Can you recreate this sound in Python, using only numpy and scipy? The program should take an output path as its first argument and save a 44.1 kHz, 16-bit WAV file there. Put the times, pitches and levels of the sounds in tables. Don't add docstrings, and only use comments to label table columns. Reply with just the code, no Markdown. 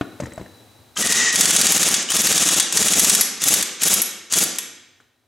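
import sys
import numpy as np
from scipy import signal
from scipy.fft import rfft, irfft, next_fast_len
from scipy.io import wavfile
from scipy.ndimage import uniform_filter1d

SR = 44100
rng = np.random.default_rng(int(sys.argv[2]) if len(sys.argv) > 2 else 0)


def unload_audio(sound):
    columns = np.transpose(np.atleast_2d(sound))
    steps = np.round(np.clip(columns, -1, 1) * 32767)
    wavfile.write(sys.argv[1], SR, steps.astype(np.int16))


def ratio_of_db(decibels):
    return 10 ** (np.asarray(decibels, float) / 20)


N = 232520
TIME = np.arange(N) / SR
LATE_S = .0007
DUCK_DB = 15.5


def shape(x, table):
    hz, db = np.transpose(table)
    size = next_fast_len(N)
    log_hz = np.log(np.fft.rfftfreq(size, 1 / SR) + 1)
    gain = ratio_of_db(np.interp(log_hz, np.log(hz), db))
    return irfft(rfft(x, size) * gain, size)[..., :N]


def unit(x):
    return x / np.sqrt(np.mean(x ** 2))


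def band(lo_hz, hi_hz):
    sos = signal.butter(2, [lo_hz, hi_hz], "band", fs=SR, output="sos")
    return unit(signal.sosfilt(sos, rng.standard_normal(N)))


def spikes(s, size):
    x = np.zeros(N)
    index = (np.asarray(s) * SR).astype(int)
    np.add.at(x, np.clip(index, 0, N - 1), size)
    return x


def fade(x, tau_s):
    return signal.lfilter([1], [1, -np.exp(-1 / (tau_s * SR))], x)


def ring(s, size, modes, scatter_db=2.5):
    out = 0
    chance = rng.standard_normal((len(s), len(modes), 2))
    for k, (hz, db, t60) in enumerate(modes):
        pole = np.exp(2j * np.pi * hz / SR - np.log(1000) / (t60 * SR))
        sign = np.where(chance[:, k, 1] > -3 / len(s) ** .4, 1, -1)
        push = size * ratio_of_db(db + scatter_db * chance[:, k, 0]) * sign
        out = out + signal.lfilter([1], [1, -pole], spikes(s, push) + 0j).imag
    return out


def notes(rows):
    out = 0
    for s, db, hz, t60 in rows:
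        out = out - ring([s], ratio_of_db(db), [(hz, 0, t60)], scatter_db=1)
    return out


def gate(table, edge_s=0.012):
    s, *columns = np.transpose(table)
    corners = [s[0] - edge_s, s[0] + edge_s, s[-1] - edge_s, s[-1] + edge_s]
    on = np.interp(TIME, corners, [0, 1, 1, 0])
    return [on] + [np.interp(TIME, s, c) for c in columns]


# [t/s, peak level/dB, socket ring level/dB]
STUCK_BLOWS = [(1.0229, -12.5, -14), (1.069, -12.5, -7.5), (1.121, -6.5, -13), (1.356, -7, -16),
               (1.4075, -1, -7), (1.4539, -6, -23.5), (1.5056, -6, -15.5), (1.5618, -4, -24.5),
               (1.6123, -4.5, -9), (1.6664, -5.5, -13), (1.7196, -7, 4), (1.775, -12.5, -1),
               (1.8289, -7, -2.5), (1.8849, -9, -8), (1.9399, -5, -16.5), (2.1169, -10.5, -11),
               (2.165, -7.5, -2.5), (2.2154, -15.5, 7.5), (2.2694, -8.5, -1), (2.324, -9.5, -8),
               (2.3771, -8, -14.5), (2.433, -10, -18.5), (2.4865, -6.5, -15.5), (2.5405, -9, -14.5),
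               (2.5975, -4.5, -13), (2.7707, -5, -7.5), (2.8247, -9.5, -4.5), (2.8815, -8, -17),
               (2.9334, -7, -25)]
# [t/s, peak level/dB, socket ring level/dB]
FREED_BLOWS = [(2.9935, -2.5, -1), (3.0439, -3, -4.5), (3.0952, -1, -10), (3.1481, -4.5, -0.5),
               (3.2088, -4.5, 4.5), (3.437, -10, 3.5), (3.4823, -4.5, 1.5), (3.5379, -4.5, 2.5),
               (3.6249, -12, 0), (3.8322, -7.5, 3), (3.8794, -12, 8), (3.9374, -8, 10.5),
               (4.0168, -12.5, 12), (4.335, -7, -17), (4.3842, -7.5, 3), (4.435, -11, 5.5),
               (4.584, -15.5, 2)]
BLOW_S = np.array(STUCK_BLOWS + FREED_BLOWS)[:, 0]
FREED_S = FREED_BLOWS[0][0]


def hammer_rows(usual_blow_db=-8, clank_stuck_db=-4.5, clank_freed_db=-6.5, clank_follows=.7):
    s, db, socket_db = np.transpose(STUCK_BLOWS + FREED_BLOWS)
    clank_db = np.where(s < FREED_S, clank_stuck_db, clank_freed_db)
    clank_db = clank_db + (clank_follows - 1) * (db - usual_blow_db)
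    return np.transpose([s, db, socket_db, clank_db])


# [f/Hz, level/dB, T60/s]
ANVIL = [(5940, -7, .03), (6470, -4, .035), (6640, -8, .04), (6900, -4, .025), (7150, -5, .03),
         (7700, -8, .02)]
# [f/Hz, level/dB, T60/s]
SOCKET = [(11230, -1, .04), (11400, -3, .04), (11270, -29, .4), (11360, -30, .3), (10300, -9, .02),
          (8550, -8, .025)]
# [f/Hz, level/dB, T60/s]
HOUSING = [(1870, -8, .06), (2900, -7, .04), (3320, -3, .05), (3490, -1, .045), (3440, -25, .35),
           (3850, -2, .045), (4530, -1, .05)]


def strikes(table, lift_db, modes_db, crack_s):
    s, db, socket_db, clank_db = np.transpose(table)
    s = s + LATE_S
    socket_noise = 0.64 * band(10000, 12500) + 0.17 * band(12500, 16000)
    parts = [(0, ANVIL, band(5400, 9440), 1.2),
             (socket_db, SOCKET, socket_noise, .8),
             (clank_db, HOUSING, 0.84 * band(1100, 5600), 1.3)]
    out = 0
    for part_db, modes, noise, slowness in parts:
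        size = ratio_of_db(db + lift_db + part_db)
        crack = uniform_filter1d(fade(spikes(s, size), slowness * crack_s), size=25)
        out = out + noise * crack + ratio_of_db(modes_db) * ring(s, size, modes)
    return out


def hammer():
    return strikes(hammer_rows(), lift_db=DUCK_DB - 4, modes_db=-10, crack_s=.0038)


# [t/s, peak level/dB, socket level/dB, housing clank level/dB]
RATTLES = [(.972, -19, -16, -2), (1.326, -13, -10, -6), (1.965, -13, -8, -7), (2.025, -18, -14, -8),
           (2.103, -11, -5, -8), (2.626, -13, -6, -9), (2.724, -9, -10, -8), (3.418, -15, -6, -10),
           (3.610, -14, -10, -2), (3.818, -11, -6, -9), (4.323, -8, -7, -9), (4.558, -25, -6, -6)]
# [t/s, peak level/dB, f/Hz, T60/s]
VALVE = [
    (.966, -24, 1248, .073),
    (.966, -27, 1594, 0.055),
    (.970, -18, 3130, .03),
    (2.088, -19, 2950, 0.05),
    (2.103, -15, 3120, .04),
]


def rattle():
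    return strikes(RATTLES, lift_db=-4, modes_db=-12, crack_s=.004) + notes(VALVE)


def pull_curve(squeezed, released, stops, hiss_db, coast_db):
    top_db = 1 if released < FREED_S else 3.5
    first_flow_db, vane_db = -4.5, -31
    opened, built = squeezed + 0.032, min(squeezed + 0.056, released - .01)
    shut = min(released + 0.072, stops - .005)
    return [(squeezed, hiss_db - 4, -52.5, -7.5),
            (opened, hiss_db + first_flow_db, vane_db + first_flow_db, 0),
            (built, hiss_db, vane_db, top_db),
            (released, hiss_db, vane_db, top_db),
            (shut, coast_db, -38, -2.5),
            (stops, coast_db - 3, -45.5, -28.5)]


# [squeezed t/s, released t/s, rotor stops t/s, hiss level/dB, coasting hiss level/dB]
PULLS = [
    (.96, 1.08, 1.315, -20.5, -19),
    (1.315, 1.9, 2.03, -18.5, -25.5),
    (2.085, 2.599, 2.592, -18, -31.5),
    (2.715, 3.137, 3.215, -20, -23.5),
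    (3.4, 3.534, 3.622, -19, -26.5),
    (3.8, 3.933, 4.01, -18, -26),
    (4.303, 4.428, 4.475, -19, -42),
]
# [f/Hz, level/dB per Hz]
HISS = [(410, -13), (700, -9), (997, -7), (1210, -1), (1870, -4), (2080, -1.5), (2800, 2), (3640, 1),
        (3890, 3), (4150, -2), (6920, 8), (8880, -2.5), (11400, -4), (12300, -14), (16000, -18)]
# [f/Hz, level/dB per Hz]
THUMP = [(18, -58.5), (30, -19), (86, -2.5), (214, 7.5), (374, 2), (446, 2), (826, -1.5), (1000, -16),
         (1300, -38.5), (2200, -120)]


def air_motor(stall_hz=105, spin_hz=270, spin_up_s=.04, restart_s=.022, puff_share=0.35,
              top_puff_share=0.55, creep_s=.012, swell_s=0.012):
    stops = np.sort(np.r_[BLOW_S, [pull[0] - .005 for pull in PULLS]])
    last = np.maximum(np.searchsorted(stops, TIME) - 1, 0)
    since = TIME - stops[last] - restart_s
    run = np.maximum(since + creep_s, 0)
    lag = (spin_hz - stall_hz) * spin_up_s * (1 - np.exp(-run / spin_up_s))
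    turns = spin_hz * run - lag
    stall_angle = rng.random(len(stops))[last]
    passed = np.floor(turns + stall_angle) * (run > 0)
    vanes = np.flatnonzero(np.diff(passed) > 0)
    chance = rng.standard_normal((len(vanes), 2))
    size = ratio_of_db(1.2 * chance[:, 1]) * np.clip(run[vanes] / swell_s, .15, 1)
    pulses = spikes(vanes / SR + .0007 * chance[:, 0], size)
    puffs = unit(fade(fade(pulses, 0.00095), 0.0034))
    flow = np.clip(1 + since / .01, 0, 1)
    breath = unit(shape(rng.standard_normal(N), HISS))
    top = signal.sosfilt(signal.butter(4, 8500, "high", fs=SR, output="sos"), breath[::-1])
    body = signal.sosfilt(signal.butter(4, 8500, fs=SR, output="sos"), breath)
    gusts = (puff_share * puffs + 1 - puff_share) * (.5 + .5 * flow)
    spurts = (top_puff_share * puffs + 1 - top_puff_share) * (0.93 + 0.65 * flow)
    rough_pulses = .25 * puffs * rng.standard_normal(N) - unit(pulses)
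    thump = unit(shape(rough_pulses, THUMP)) * (.3 + .7 * flow)
    out = 0
    for pull in PULLS:
        on, hiss_db, thump_db, top_db = gate(pull_curve(*pull), edge_s=0.0057)
        hiss = ratio_of_db(hiss_db) * (gusts * body + ratio_of_db(top_db) * spurts * top)
        out = out + on * (hiss + ratio_of_db(thump_db) * thump)
    return out


# [t/s, level/dB]
WHISTLE = [
    (1.0, -49),
    (1.028, -18),
    (1.076, -28),
    (1.198, -20.5),
    (1.29, -19),
    (1.384, -52),
    (1.416, -28),
    (1.45, -44.5),
]


def whistle():
    on, db = gate(WHISTLE)
    return on * ratio_of_db(db) * unit(band(1810, 1900) + band(1895, 2010))


# [t/s, peak level/dB, f/Hz, click level/dB, bench boom level/dB]
KNOCKS = [(.0109, -16, 292, -43, -14), (.0115, -19.5, 700, -46, -35), (.201, -18.5, 585, -9.5, -14),
          (.222, -26.5, 247, -22, -4.5), (.235, -29.5, 1820, -8, 4.5), (.257, -29.5, 1860, -6.5, -16.5),
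          (.268, -29.5, 480, -34, -9), (.321, -31.5, 1980, -13.5, -8), (.3778, -23.5, 645, -18, -14.5),
          (.397, -34, 500, -18, 0), (.413, -31.5, 370, -15.5, -2), (.461, -34, 1740, -19, -13.5),
          (5.002, -42, 1500, -12, -37)]
# [t/s, peak level/dB, f/Hz]
TICKS = [
    (0.2444, -43, 7340),
    (0.3067, -45, 8010),
    (0.3356, -31.5, 7880),
    (0.3587, -40, 7980),
    (0.4323, -46, 8040),
    (5.1964, -70, 6190),
]
# [f/Hz, level/dB, T60/s]
BENCH = [(75, -1.5, 0.17), (131, 7.5, 0.099), (195.4, 6.5, 0.087), (223.5, -26, 0.028), (300, 9.5, 0.037),
         (490, -4.5, 0.11), (712, -16, 0.037)]


def bench():
    s, db, hz, click_db, boom_db = np.transpose(KNOCKS)
    t60 = 0.043 * (500 / hz) ** 0.64
    boom = -ring(s, ratio_of_db(db + boom_db - 7), BENCH, scatter_db=1.5)
    click = band(4800, 8300) * fade(fade(spikes(s, ratio_of_db(db + click_db - 44.5)), 0.0031), 0.0045)
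    thud = band(230, 1710) * fade(spikes(s, ratio_of_db(db - 10)), 0.008)
    ticks = notes([(*row, .012) for row in TICKS])
    return boom + click + thud + notes(zip(s, db, hz, t60)) + ticks


# [f/Hz, T60/s]
GARAGE_T60 = [(100, 0.6), (300, 1), (700, 0.67), (1800, 1.0), (5000, 0.75), (9000, 0.46), (14000, 0.21)]


def garage(x, gap_s=0.006):
    t = TIME[:int(1.2 * SR)]
    hz, t60 = np.transpose(GARAGE_T60)
    tail = 0
    for centre in 60 * 2 ** np.arange(0, 8.1, .5):
        decay = np.interp(np.log(centre), np.log(hz), t60)
        edges = [centre / 2 ** .25, centre * 2 ** .25]
        sos = signal.butter(2, edges, "band", fs=SR, output="sos")
        tail = tail + signal.sosfilt(sos, rng.standard_normal((2, len(t)))) * ratio_of_db(-60 * t / decay)
    tail = tail * np.clip(t / gap_s - 1, 0, 1)
    tail = tail / np.sqrt(np.sum(tail[0] ** 2))
    return signal.fftconvolve(x[None], tail, axes=1)[:, :N]


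# [f/Hz, level/dB per Hz]
SHOP = [(18, -36), (30, -19), (112, 5.5), (171, -11.5), (235, -1.5), (547, -6.5), (814, -6.5), (1270, -13),
        (3050, -17), (4070, -14.5), (4770, -18), (15200, -23), (16500, -37)]
# [t/s, level/dB]
SHOP_LEVEL = [
    (0, -50),
    (.45, -50.5),
    (.95, -54),
    (5.05, -65.5),
    (5.112, -69),
    (5.27, -69),
]
# [f/Hz, width/Hz, level/dB]
LAMP = [(104, 12, -61.5), (253, 4.1, -62), (3944, 100, -61.5), (5460, 60, -86.5), (8600, 150, -76),
        (10550, 80, -77)]


def shop():
    db = np.interp(TIME, *np.transpose(SHOP_LEVEL))
    whines = 0
    for hz, width, peak_db in LAMP:
        whines = whines + ratio_of_db(peak_db) * band(hz - width / 2, hz + width / 2)
    whines = whines * ratio_of_db(1.2 * (db - db.max()) + 3.0)
    noise = unit(shape(rng.standard_normal((2, N)), SHOP)) * ratio_of_db(db)
    return noise * ratio_of_db(np.array([[0], [-9]])) + whines * np.array([[1], [.2]])


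# [f/Hz, level/dB]
SEND = [(60, -27), (220, -4), (450, -1.5), (1000, -2), (8000, -3.5), (12000, -5), (15000, -6)]
# [f/Hz, level/dB]
SIDE_DB = [(60, -23), (110, -26), (200, -22.5), (380, -22), (700, -14.5), (1290, -19), (2380, -22.5),
           (4400, -16), (8120, -16.5), (15000, -19.5)]
# [f/Hz, level/dB]
LEAN = [(100, 1.9), (500, 3), (1000, 1), (3000, -0.9), (15000, 0.45)]


def scene():
    tool = hammer() + rattle()
    air = ratio_of_db(1.0) * air_motor() + ratio_of_db(-3.5) * whistle()
    knocks = bench()
    dry = tool + air + knocks
    to_walls = ratio_of_db(-15.5) * tool + ratio_of_db(-5.5) * air + ratio_of_db(-10.5) * knocks
    mid, side = garage(shape(to_walls, SEND))
    floor = shop()
    apart = dry - np.roll(dry, 9)
    side = shape(ratio_of_db(6.0) * side + 0.55 * apart, SIDE_DB) + floor[1]
    mid = mid + dry + floor[0]
    left_tilt = [(hz, db / 2) for hz, db in LEAN]
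    right_tilt = [(hz, -db / 2) for hz, db in LEAN]
    return np.array([shape(mid + side, left_tilt), shape(mid - side, right_tilt)])


def band_limit(x):
    return signal.sosfilt(signal.butter(12, 16990, fs=SR, output="sos"), x)


def record(dry, ahead_s=0.0024, slew_s=.0012, release_s=0.012):
    blows = spikes(BLOW_S + LATE_S, DUCK_DB)
    ahead = int(ahead_s * SR)
    early_db = np.convolve(blows, np.ones(ahead))[ahead:]
    duck_db = np.maximum(early_db, fade(blows, release_s)[1:])
    gain = ratio_of_db(-uniform_filter1d(np.r_[duck_db, 0], int(slew_s * SR)))
    bass_cut = signal.butter(2, 55, "high", fs=SR, output="sos")
    rounded = np.tanh(1.5 * signal.sosfilt(bass_cut, dry) * gain) / 1.5
    top_cut = signal.ellip(8, .2, 45, 15900, fs=SR, output="sos")
    return band_limit(signal.sosfilt(top_cut, rounded))


dry = scene()
out = record(dry)
unload_audio(out)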